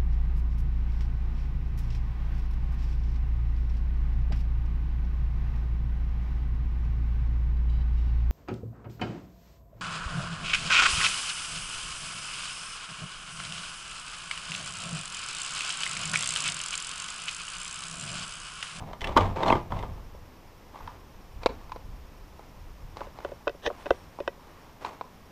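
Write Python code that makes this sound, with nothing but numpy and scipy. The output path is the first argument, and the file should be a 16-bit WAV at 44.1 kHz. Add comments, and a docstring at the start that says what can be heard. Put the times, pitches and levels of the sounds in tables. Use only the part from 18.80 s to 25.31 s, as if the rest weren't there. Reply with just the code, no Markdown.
"""A stone garage. Heavy plank doors are shoved open: they scrape the ground, shudder, knock and boom,
and their iron fittings clink. Someone walks in: straw and grit rustle, snap and grind underfoot,
with faint squeaks and a soft swish. Something hollow clacks close by. Each blow rings damped modes
and echoes off the walls. Moving air rumbles on the microphone over hiss and a thin electronic whine."""
import sys
import numpy as np
from scipy import signal
from scipy.fft import rfft, irfft
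from scipy.io import wavfile

SR = 44100
rng = np.random.default_rng(int(sys.argv[2]) if len(sys.argv) > 2 else 0)


def master_out(mix):
    """Clip the mix to full scale and print it as 16-bit PCM to the path in sys.argv[1]."""
    frames = np.transpose(np.atleast_2d(mix))
    ceiling = np.clip(frames, -1, 1)
    pcm = np.round(ceiling * 32767).astype(np.int16)
    wavfile.write(sys.argv[1], SR, pcm)


N = 287091
TIME = np.arange(N) / SR


def amp(db):
    """Decibels to gain."""
    return 10 ** (np.asarray(db) / 20)


def unit(x):
    """Scales to unit rms."""
    return x / np.sqrt(np.mean(x ** 2) + 1e-20)


def at_hz(points, hz):
    """Interpolates a table on a log-frequency axis."""
    f, value = np.transpose(points)
    return np.interp(np.log(hz + 1), np.log(f + 1), value)


def add(mix, start_s, sound):
    """Mixes a sound in at a time."""
    part = mix[max(round(start_s * SR), 0):][:len(sound)]
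    part += sound[:len(part)]


def colour(x, eq, size=8192):
    """Causal filter from (frequency [Hz], gain [dB]) rows; clicks keep their sharp fronts."""
    log_gain = np.log(amp(at_hz(eq, abs(np.fft.fftfreq(size, 1 / SR)))))
    taps = np.fft.ifft(np.exp(np.conj(signal.hilbert(log_gain)))).real[:size // 2]
    return signal.oaconvolve(x, taps)[:len(x)]


def noise(eq, n=N):
    """Coloured noise, unit rms."""
    return unit(colour(rng.standard_normal(n), eq))


def wander(max_hz):
    """Slow random motion, unit rms."""
    return unit(irfft(rfft(rng.standard_normal(N)) * (np.fft.rfftfreq(N, 1 / SR) < max_hz), N))


def grains(per_s, spread_db):
    """Random tiny impacts, most small, a few large."""
    size = amp(spread_db * np.minimum(rng.exponential(1, N), 4))
    return size * rng.choice([-1, 1], N) * (rng.random(N) < per_s / SR)


def strokes(starts_s, holds_s, levels_db, attack_s, fall_db_per_s):
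    """Envelope of strokes that rise, hold and die away."""
    power = np.zeros(N)
    age_s = TIME[:2 * SR]
    for start_s, hold_s, db in np.broadcast(starts_s, holds_s, levels_db):
        rise = np.minimum(age_s / attack_s, 1)
        fall = amp(db - fall_db_per_s * np.maximum(age_s - hold_s, 0))
        add(power, start_s, (rise * fall) ** 2)
    return np.sqrt(power)


def swells(rows):
    """Envelope of Gaussian swells."""
    return np.sqrt(sum(amp(db) ** 2 * np.exp(-2 * ((TIME - s) / half_s) ** 2) for s, db, half_s in rows))


def pings(rows):
    """One damped sine per row."""
    out = np.zeros(N)
    t = TIME[:SR // 2]
    for start_s, hz, db, t60_s in rows:
        add(out, start_s, amp(db - 60 * t / t60_s) * np.sin(2 * np.pi * hz * t))
    return out


# Wall echo: (frequency [Hz], t60 [s])
WALL_DECAY = [(100, 0.63), (500, 0.18), (1000, 0.2), (3000, 0.18), (8000, 0.14)]
def garage(x, gap_s=0.0076):
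    """Dense echoes off stone; the treble dies first."""
    taps = rng.standard_normal(SR) * (rng.random(SR) < 3000 / SR) * (np.arange(SR) > gap_s * SR)
    hz, t, spectrum = signal.stft(taps, SR, nperseg=256)
    decay = amp(-60 * t / at_hz(WALL_DECAY, hz)[:, None])
    tail = signal.istft(spectrum * decay, SR)[1]
    return signal.fftconvolve(x, tail / np.linalg.norm(tail))[:N]


def blows(rows, modes, signs, crush_eq, crush_db, crush_t60_s, low_cut_hz, room_db, echo_gap_s):
    """Each blow rings the modes and crushes the contact. Like signs crack; alternating signs knock."""
    direct, send = np.zeros(N), np.zeros(N)
    t = TIME[:SR // 5]
    hz, db, t60_s = np.transpose(modes)[:, :, None]
    polarity = np.resize(signs, hz.shape)
    radiation = signal.butter(4, low_cut_hz, "high", fs=SR, output="sos")
    for start_s, level_db, bass_db, treble_db in rows:
        spot, detune = rng.standard_normal((2, *hz.shape))  # each spot favours other modes
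        decay = amp(db + 1.6 * spot - 60 * t / t60_s)
        ring = (polarity * decay * np.sin(2 * np.pi * hz * (1 + .018 * detune) * t)).sum(0)
        crush = noise(crush_eq, len(t)) * amp(crush_db - 60 * t / crush_t60_s)
        hit = signal.sosfilt(radiation, ring / abs(ring).max() + crush)
        hit = colour(hit, [(550, bass_db), (900, 0), (1200, 0), (2200, treble_db), (5500, treble_db),
                           (14000, treble_db - 16.5)])  # contact time softens the top
        hit *= amp(level_db) / np.sqrt(np.sum(hit ** 2) / (.001 * SR))  # level as energy over 1 ms
        add(direct, start_s, hit)
        add(send, start_s, hit * amp(room_db - 0.126 * (level_db + 20)))  # fainter blows are wetter
    return direct + garage(send, echo_gap_s)


# Door shoves, relative levels: (start [s], hold [s], scrape [dB], shudder [dB], air [dB])
DOOR_SHOVES = [(0, 0.0068, -39.5, -32, -42), (.06, 0.034, -44.5, -62, -60),
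               (0.216, 0.084, -32.5, -44, -34.5), (0.355, 0.1, -28.5, -31.5, -32.5),
               (0.553, 0.086, -31, -39, -45), (0.644, 0.066, -22.5, -27.5, -34),
               (0.9, .11, -37.5, -32, -36), (1.07, 0.11, -51, -44, -41.5)]
def shoves(part, fall_db_per_s):
    """Envelope of one part of the shoves: each scrapes the edge, shakes the leaf and pushes air."""
    start_s, hold_s, scrape_db, shudder_db, air_db = np.transpose(DOOR_SHOVES)
    db = {"scrape": scrape_db, "shudder": shudder_db, "air": air_db}[part]
    return strokes(start_s, hold_s, db, attack_s=0.0067, fall_db_per_s=fall_db_per_s)


# Steady draught: (time [s], relative level [dB])
DRAUGHT_LEVELS = [(0, -58), (1.4, -50), (1.8, -58.5), (2.4, -49), (3.4, -48.5), (4.6, -54), (6.5, -66)]
# Strides swaying the microphone: (time [s], relative level [dB])
STRIDE_SWAYS = [(2.01, -43.5), (2.53, -41.5), (3.04, -39.5), (4.02, -42)]
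# Air rumble: (frequency [Hz], gain [dB])
AIR_EQ = [(10, -5.5), (28, 7), (50, 1), (80, -0.5), (120, -9.5), (200, -20.5), (350, -49), (800, -65)]
def air_rumble():
    """Air on the microphone: a lumpy draught, stirred by shoves and strides."""
    time_s, draught_db = np.transpose(DRAUGHT_LEVELS)
    lumps_db = 2.1 * wander(max_hz=3.6)
    fade = np.interp(TIME, [time_s[-1], time_s[-1] + .05], [1, 0])
    draught = amp(np.interp(TIME, time_s, draught_db) + lumps_db) * fade
    pushed = shoves("air", fall_db_per_s=74)
    stride_s, stride_db = np.transpose(STRIDE_SWAYS)
    swayed = strokes(stride_s, 0.037, stride_db, attack_s=0.027, fall_db_per_s=70)
    return amp(1) * noise(AIR_EQ) * np.sqrt(draught ** 2 + pushed ** 2 + swayed ** 2)


# Noise floor: (frequency [Hz], gain [dB])
HISS_EQ = [(60, 0.5), (150, -3), (330, -7), (700, -10.5), (1000, -8.5), (1400, -16.5), (2500, -20),
           (4500, -26.5), (5050, -24), (5700, -25.5), (8000, -33.5), (9500, -36), (10000, -30),
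           (10600, -36), (15000, -39)]
# Whine partials: (frequency [Hz], relative level [dB])
WHINE_TONES = [(13905, -77.5), (13846, -86), (13787, -91)]
def hiss_and_whine(pip_hz=5520, pips_per_s=9.4):
    """Steady hiss, close electronic tones beating as they drift, and faint pips."""
    hiss = noise(HISS_EQ)
    drift_hz = 7 * wander(max_hz=18)
    whine = sum(amp(db) * unit(np.sin(2 * np.pi * np.cumsum(hz + drift_hz) / SR))
                for hz, db in WHINE_TONES)
    gate = np.maximum(np.cos(2 * np.pi * pips_per_s * (TIME - .08)), 0) ** 4
    phase = 2 * np.pi * pip_hz * TIME
    pips = gate * (np.sin(phase) + amp(-5) * np.sin(2 * phase))
    return amp(-52) * hiss + amp(2) * whine + amp(-67.5) * pips


# Door edge on the ground: (frequency [Hz], gain [dB])
SCRAPE_EQ = [(100, -9), (220, -4), (400, -4), (600, 0), (900, 1.5), (1180, -5.5), (1450, -15),
             (2400, -18.5), (3600, -23), (5200, -32), (8000, -38.5), (13000, -63)]
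def door_scrape():
    """The lower edge catches and slips over grit."""
    slips = amp(1.66 * wander(max_hz=45))
    grit = unit(colour(grains(per_s=900, spread_db=2.5) * slips, SCRAPE_EQ))
    drag = grit * shoves("scrape", fall_db_per_s=181)
    return amp(-3) * drag + amp(-9) * garage(drag)


def door_shudder():
    """The moving leaf shakes on its hinges."""
    leaf_eq = [(40, -20), (75, -29), (92, -3.5), (110, -8.5), (150, -8.5), (200, -13.5), (260, -22.5),
               (600, -60.5)]
    return amp(-7.5) * noise(leaf_eq) * shoves("shudder", fall_db_per_s=89)


# Blows on the door: (time [s], relative level [dB], bass [dB], treble [dB])
DOOR_BLOWS = [(.132, -28.5, 2.5, 2.5), (.208, -32.5, -21, 19), (.2162, -26.5, -3, 15), (.244, -25, 13, 24),
              (.272, -26.5, 7, 15), (.292, -24, 11, 4.5), (.365, -3.5, -2, -12.5), (.3725, -6.5, -3, 3.5),
              (.377, -8, -4, -5), (.386, -15.5, 25, 1), (.408, -20.5, 18, 12.5), (.569, -24.5, 11, -1.5),
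              (.632, -14.5, 6, -0.5), (.662, -22, -1, -19), (.682, -15.5, 11.5, 6.5),
              (.7025, -5.5, 3.5, -14), (.7252, -7.5, 1.5, -19), (.754, -16.5, 4, -6), (.9212, -19, 0.5, -9),
              (.990, -34, 3, 12), (1.027, -31.5, 7, 7), (1.034, -23.5, 4, -11), (1.348, -37, 15.5, -4),
              (1.9435, -37, -6, -21), (1.957, -34.5, -3, -3), (2.005, -35, -12, -9),
              (2.075, -27.5, -20, -4)]
# Planks: (frequency [Hz], gain [dB], t60 [s])
PLANK_MODES = [(226, -17, 0.096), (347, -14, 0.055), (612, -4, 0.019), (810, -9, 0.036), (891, 0, 0.04),
               (1022, 3.5, 0.014), (1200, -14, 0.12), (1510, -20, 0.06), (2105, -17.5, 0.056),
               (2680, -48, 0.023), (3084, -15.5, 0.034), (3503, -15, 0.022), (5500, -23, 0.0098)]
def door_knocks():
    """Blows ring the planks; weight and hardness set bass and treble."""
    crush_eq = [(150, -5.5), (1000, 4), (1600, -1.5), (4000, -18), (7000, -22.5), (13000, -25)]
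    return amp(.7) * blows(DOOR_BLOWS, PLANK_MODES, signs=[-1, 1], crush_eq=crush_eq, crush_db=-6.5,
                           crush_t60_s=0.034, low_cut_hz=110, room_db=-13.5, echo_gap_s=0.012)


# Iron fittings: (time [s], frequency [Hz], level [dB], t60 [s])
IRON_CLINKS = [(0.242, 1770, -25.5, 0.034), (0.243, 2700, -27.5, 0.043), (0.373, 3950, -16.5, 0.011),
               (.373, 4970, -29, 0.016), (0.408, 2970, -24.5, 0.015), (0.566, 2550, -39, 0.029),
               (.633, 3680, -26, 0.026), (0.679, 4200, -32, 0.047), (0.702, 2570, -18, 0.019),
               (0.724, 3180, -24.5, 0.03), (0.726, 2090, -18, 0.025)]
def fitting_clinks():
    """Latch and hinge straps ping as the door shakes."""
    clinks = pings(IRON_CLINKS)
    return clinks + amp(-19) * garage(clinks)


# Booms of the leaf: (time [s], level [dB])
LEAF_BOOMS = [(0.37, -39), (0.4038, -23), (0.934, -42)]
def door_booms(mode_hz=93.4, t60_s=0.55):
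    """The jolted leaf rings at its lowest mode."""
    return pings((start_s, mode_hz, db, t60_s) for start_s, db in LEAF_BOOMS)


# Soles on straw: (start [s], hold [s], relative level [dB])
SOLE_TREADS = [(1.926, 0.2, -56), (2.609, 0.013, -52), (2.685, 0.15, -58), (3.587, 0.048, -62),
               (4.157, 0.075, -51.5), (4.348, .14, -54), (4.828, 0.32, -55.5), (5.6, 0.3, -60),
               (6.006, .03, -49), (6.043, 0.016, -41.5)]
# Straw: (frequency [Hz], gain [dB])
STRAW_EQ = [(120, -21), (250, -4), (450, -6.5), (750, -3.5), (1050, -2.5), (1450, -11), (2200, -14.5),
            (3500, -21.5), (6000, -27), (9000, -35.5), (14000, -47)]
def straw_rustle():
    """Stalks crackle under each sole."""
    weight = strokes(*np.transpose(SOLE_TREADS), attack_s=0.01, fall_db_per_s=160)
    rustle = unit(colour(grains(per_s=2500, spread_db=3.5), STRAW_EQ)) * weight
    return amp(3) * rustle + amp(-28) * garage(rustle)


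# Faint squeaks: (start [s], length [s], first pitch [Hz], last pitch [Hz], level [dB])
SQUEAK_GLIDES = [(1.986, .075, 11200, 12700, -66), (5.10, .2, 5850, 5200, -67)]
def squeaks():
    """Thin tones swell, glide and fade."""
    out = np.zeros(N)
    for start_s, length_s, first_hz, last_hz, db in SQUEAK_GLIDES:
        progress = np.arange(0, length_s, 1 / SR) / length_s
        cycles = np.cumsum(first_hz + (last_hz - first_hz) * progress) / SR
        add(out, start_s, amp(db) * np.sin(np.pi * progress) * np.sin(2 * np.pi * cycles))
    return out


# Straw and grit breaking: (time [s], relative level [dB], bass [dB], treble [dB])
BREAKS = [(2.6335, -25.5, -6, 3.5), (2.6603, -2.5, -1, -0.5), (2.895, -33.5, -18, -6),
          (2.9195, -20.5, -23, -5), (2.961, -25.5, 2, -3.5), (3.594, -31, -3, -8), (4.170, -25, -10, 0),
          (4.216, -21.5, -18, -29), (4.388, -27.5, -1.5, -2), (5.388, -23.5, -5.5, -18),
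          (5.596, -40, -19, -17), (6.0485, -16.5, -14.5, -0.5), (6.109, -34, -1, -16),
          (6.2112, -18, -7, -10)]
# Ring of a break: (frequency [Hz], gain [dB], t60 [s])
BREAK_MODES = [(330, -13, 0.0058), (512, 15, 0.026), (664, 11.5, 0.026), (858, 15, 0.017),
               (990, 0.5, 0.042), (1300, -1, 0.011), (2100, -3, 0.034), (2320, -13, 0.023),
               (3850, 3, 0.016), (4600, -42, .026), (4770, -26, 0.031)]
def straw_snaps():
    """Straw and grit crack underfoot, all modes starting in phase."""
    crush_eq = [(200, -11), (950, 15), (1300, 0), (1900, -11), (2400, 4), (3100, -12.5), (4200, -5),
                (6000, -18), (7500, -19), (13000, -25)]
    return amp(-3.5) * blows(BREAKS, BREAK_MODES, signs=[-1], crush_eq=crush_eq, crush_db=-10.5,
                             crush_t60_s=0.033, low_cut_hz=225, room_db=-18.5, echo_gap_s=.028)


# Jolts of a hollow body: (time [s], relative level [dB], bass [dB], treble [dB])
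HOLLOW_JOLTS = [(4.207, -27.5, -8.5, -3.5), (4.269, -34, 3, 0), (4.448, -19, -5, -2), (4.491, -35, 10, 5),
                (4.519, -26.5, 0.5, -5), (4.671, -13.5, -3.5, -13), (4.678, -17, -15, 0),
                (4.695, -24.5, -1, 7), (4.746, -36, 8, -5), (4.863, -19.5, -11, 9), (4.867, -17.5, 31.5, 5),
                (4.8742, -15.5, 7.5, 7), (4.901, -23.5, -13, -20), (4.909, -27, -6, -36),
                (5.0583, -25.5, -6, 2), (5.065, -21.5, -5, -3), (5.1064, -5, -3.5, -4),
                (5.109, -21.5, -2, 3), (5.403, -19.5, 5.5, 6.5), (5.477, -15, -8, 1.5),
                (5.573, -43.5, 29, -12)]
# Hollow body: (frequency [Hz], gain [dB], t60 [s])
HOLLOW_MODES = [(379, 1.5, 0.033), (460, -2, 0.051), (560, 3.5, 0.046), (723, -8.5, 0.039),
                (946, -8.5, 0.024), (1155, -6, 0.011), (1507, -7.5, 0.018), (1950, -22.5, 0.059),
                (2594, -16, 0.026), (3080, -20.5, 0.029), (3610, -20, 0.021), (4000, -50, 0.012),
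                (5200, -33, 0.014), (6100, -40, 0.014)]
def hollow_clacks(thump_hz=58, thump_t60_s=0.083):
    """Something hollow is jolted close by, almost dry; each clack also thumps the microphone."""
    crush_eq = [(200, -2), (700, 16), (1500, -2), (3500, -8.5), (6000, -11), (7000, -32), (13000, -35)]
    clacks = blows(HOLLOW_JOLTS, HOLLOW_MODES, signs=[-1, 1], crush_eq=crush_eq, crush_db=-13.5,
                   crush_t60_s=0.015, low_cut_hz=314, room_db=-30.5, echo_gap_s=.008)
    thumps = pings((start_s, thump_hz, db + 0.28 * bass_db, thump_t60_s)
                   for start_s, db, bass_db, _ in HOLLOW_JOLTS)
    return amp(0.75) * clacks + amp(-21.5) * thumps


# Grinding grit: (centre [s], relative level [dB], half length [s])
GRIT_SWELLS = [(4.845, -43.5, 0.016), (4.867, -29.5, 0.012)]
# Grit: (frequency [Hz], gain [dB])
GRIT_EQ = [(200, -4.5), (500, 11), (1000, 6), (1300, -16), (1800, 12.5), (2250, -22), (2900, 1),
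           (3900, 0.5), (4500, -18), (6200, -6), (6800, -29), (13000, -36)]
def grit_grind():
    """Grit grinds underfoot in brief bursts of tiny impacts."""
    return amp(1) * unit(colour(grains(per_s=3400, spread_db=1.5), GRIT_EQ)) * swells(GRIT_SWELLS)


# Swishes: (centre [s], level [dB], half length [s])
SWISH_SWELLS = [(4.86, -57, 0.033), (5.01, -57.5, 0.029), (5.15, -62.5, 0.18), (5.37, -66, 0.07)]
def swish():
    """Something soft swishes: fine noise swells and fades."""
    swish_eq = [(300, -11), (1500, 8), (3500, 4), (6000, -7), (9500, -4.5), (14000, -28)]
    return noise(swish_eq) * swells(SWISH_SWELLS)


def scene():
    """All sources at one microphone."""
    door = door_scrape() + door_shudder() + door_knocks() + fitting_clinks() + door_booms()
    walk_in = straw_rustle() + squeaks() + straw_snaps() + hollow_clacks() + grit_grind() + swish()
    return (air_rumble() + hiss_and_whine() + door + walk_in)[None]


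def record(dry, cutoff_hz=15350):
    """The recorder's band limit."""
    low_pass = signal.firwin(511, cutoff_hz, window=("kaiser", 9), fs=SR)
    return signal.oaconvolve(dry, low_pass[None], "same")


dry = scene()
out = record(dry)
master_out(out)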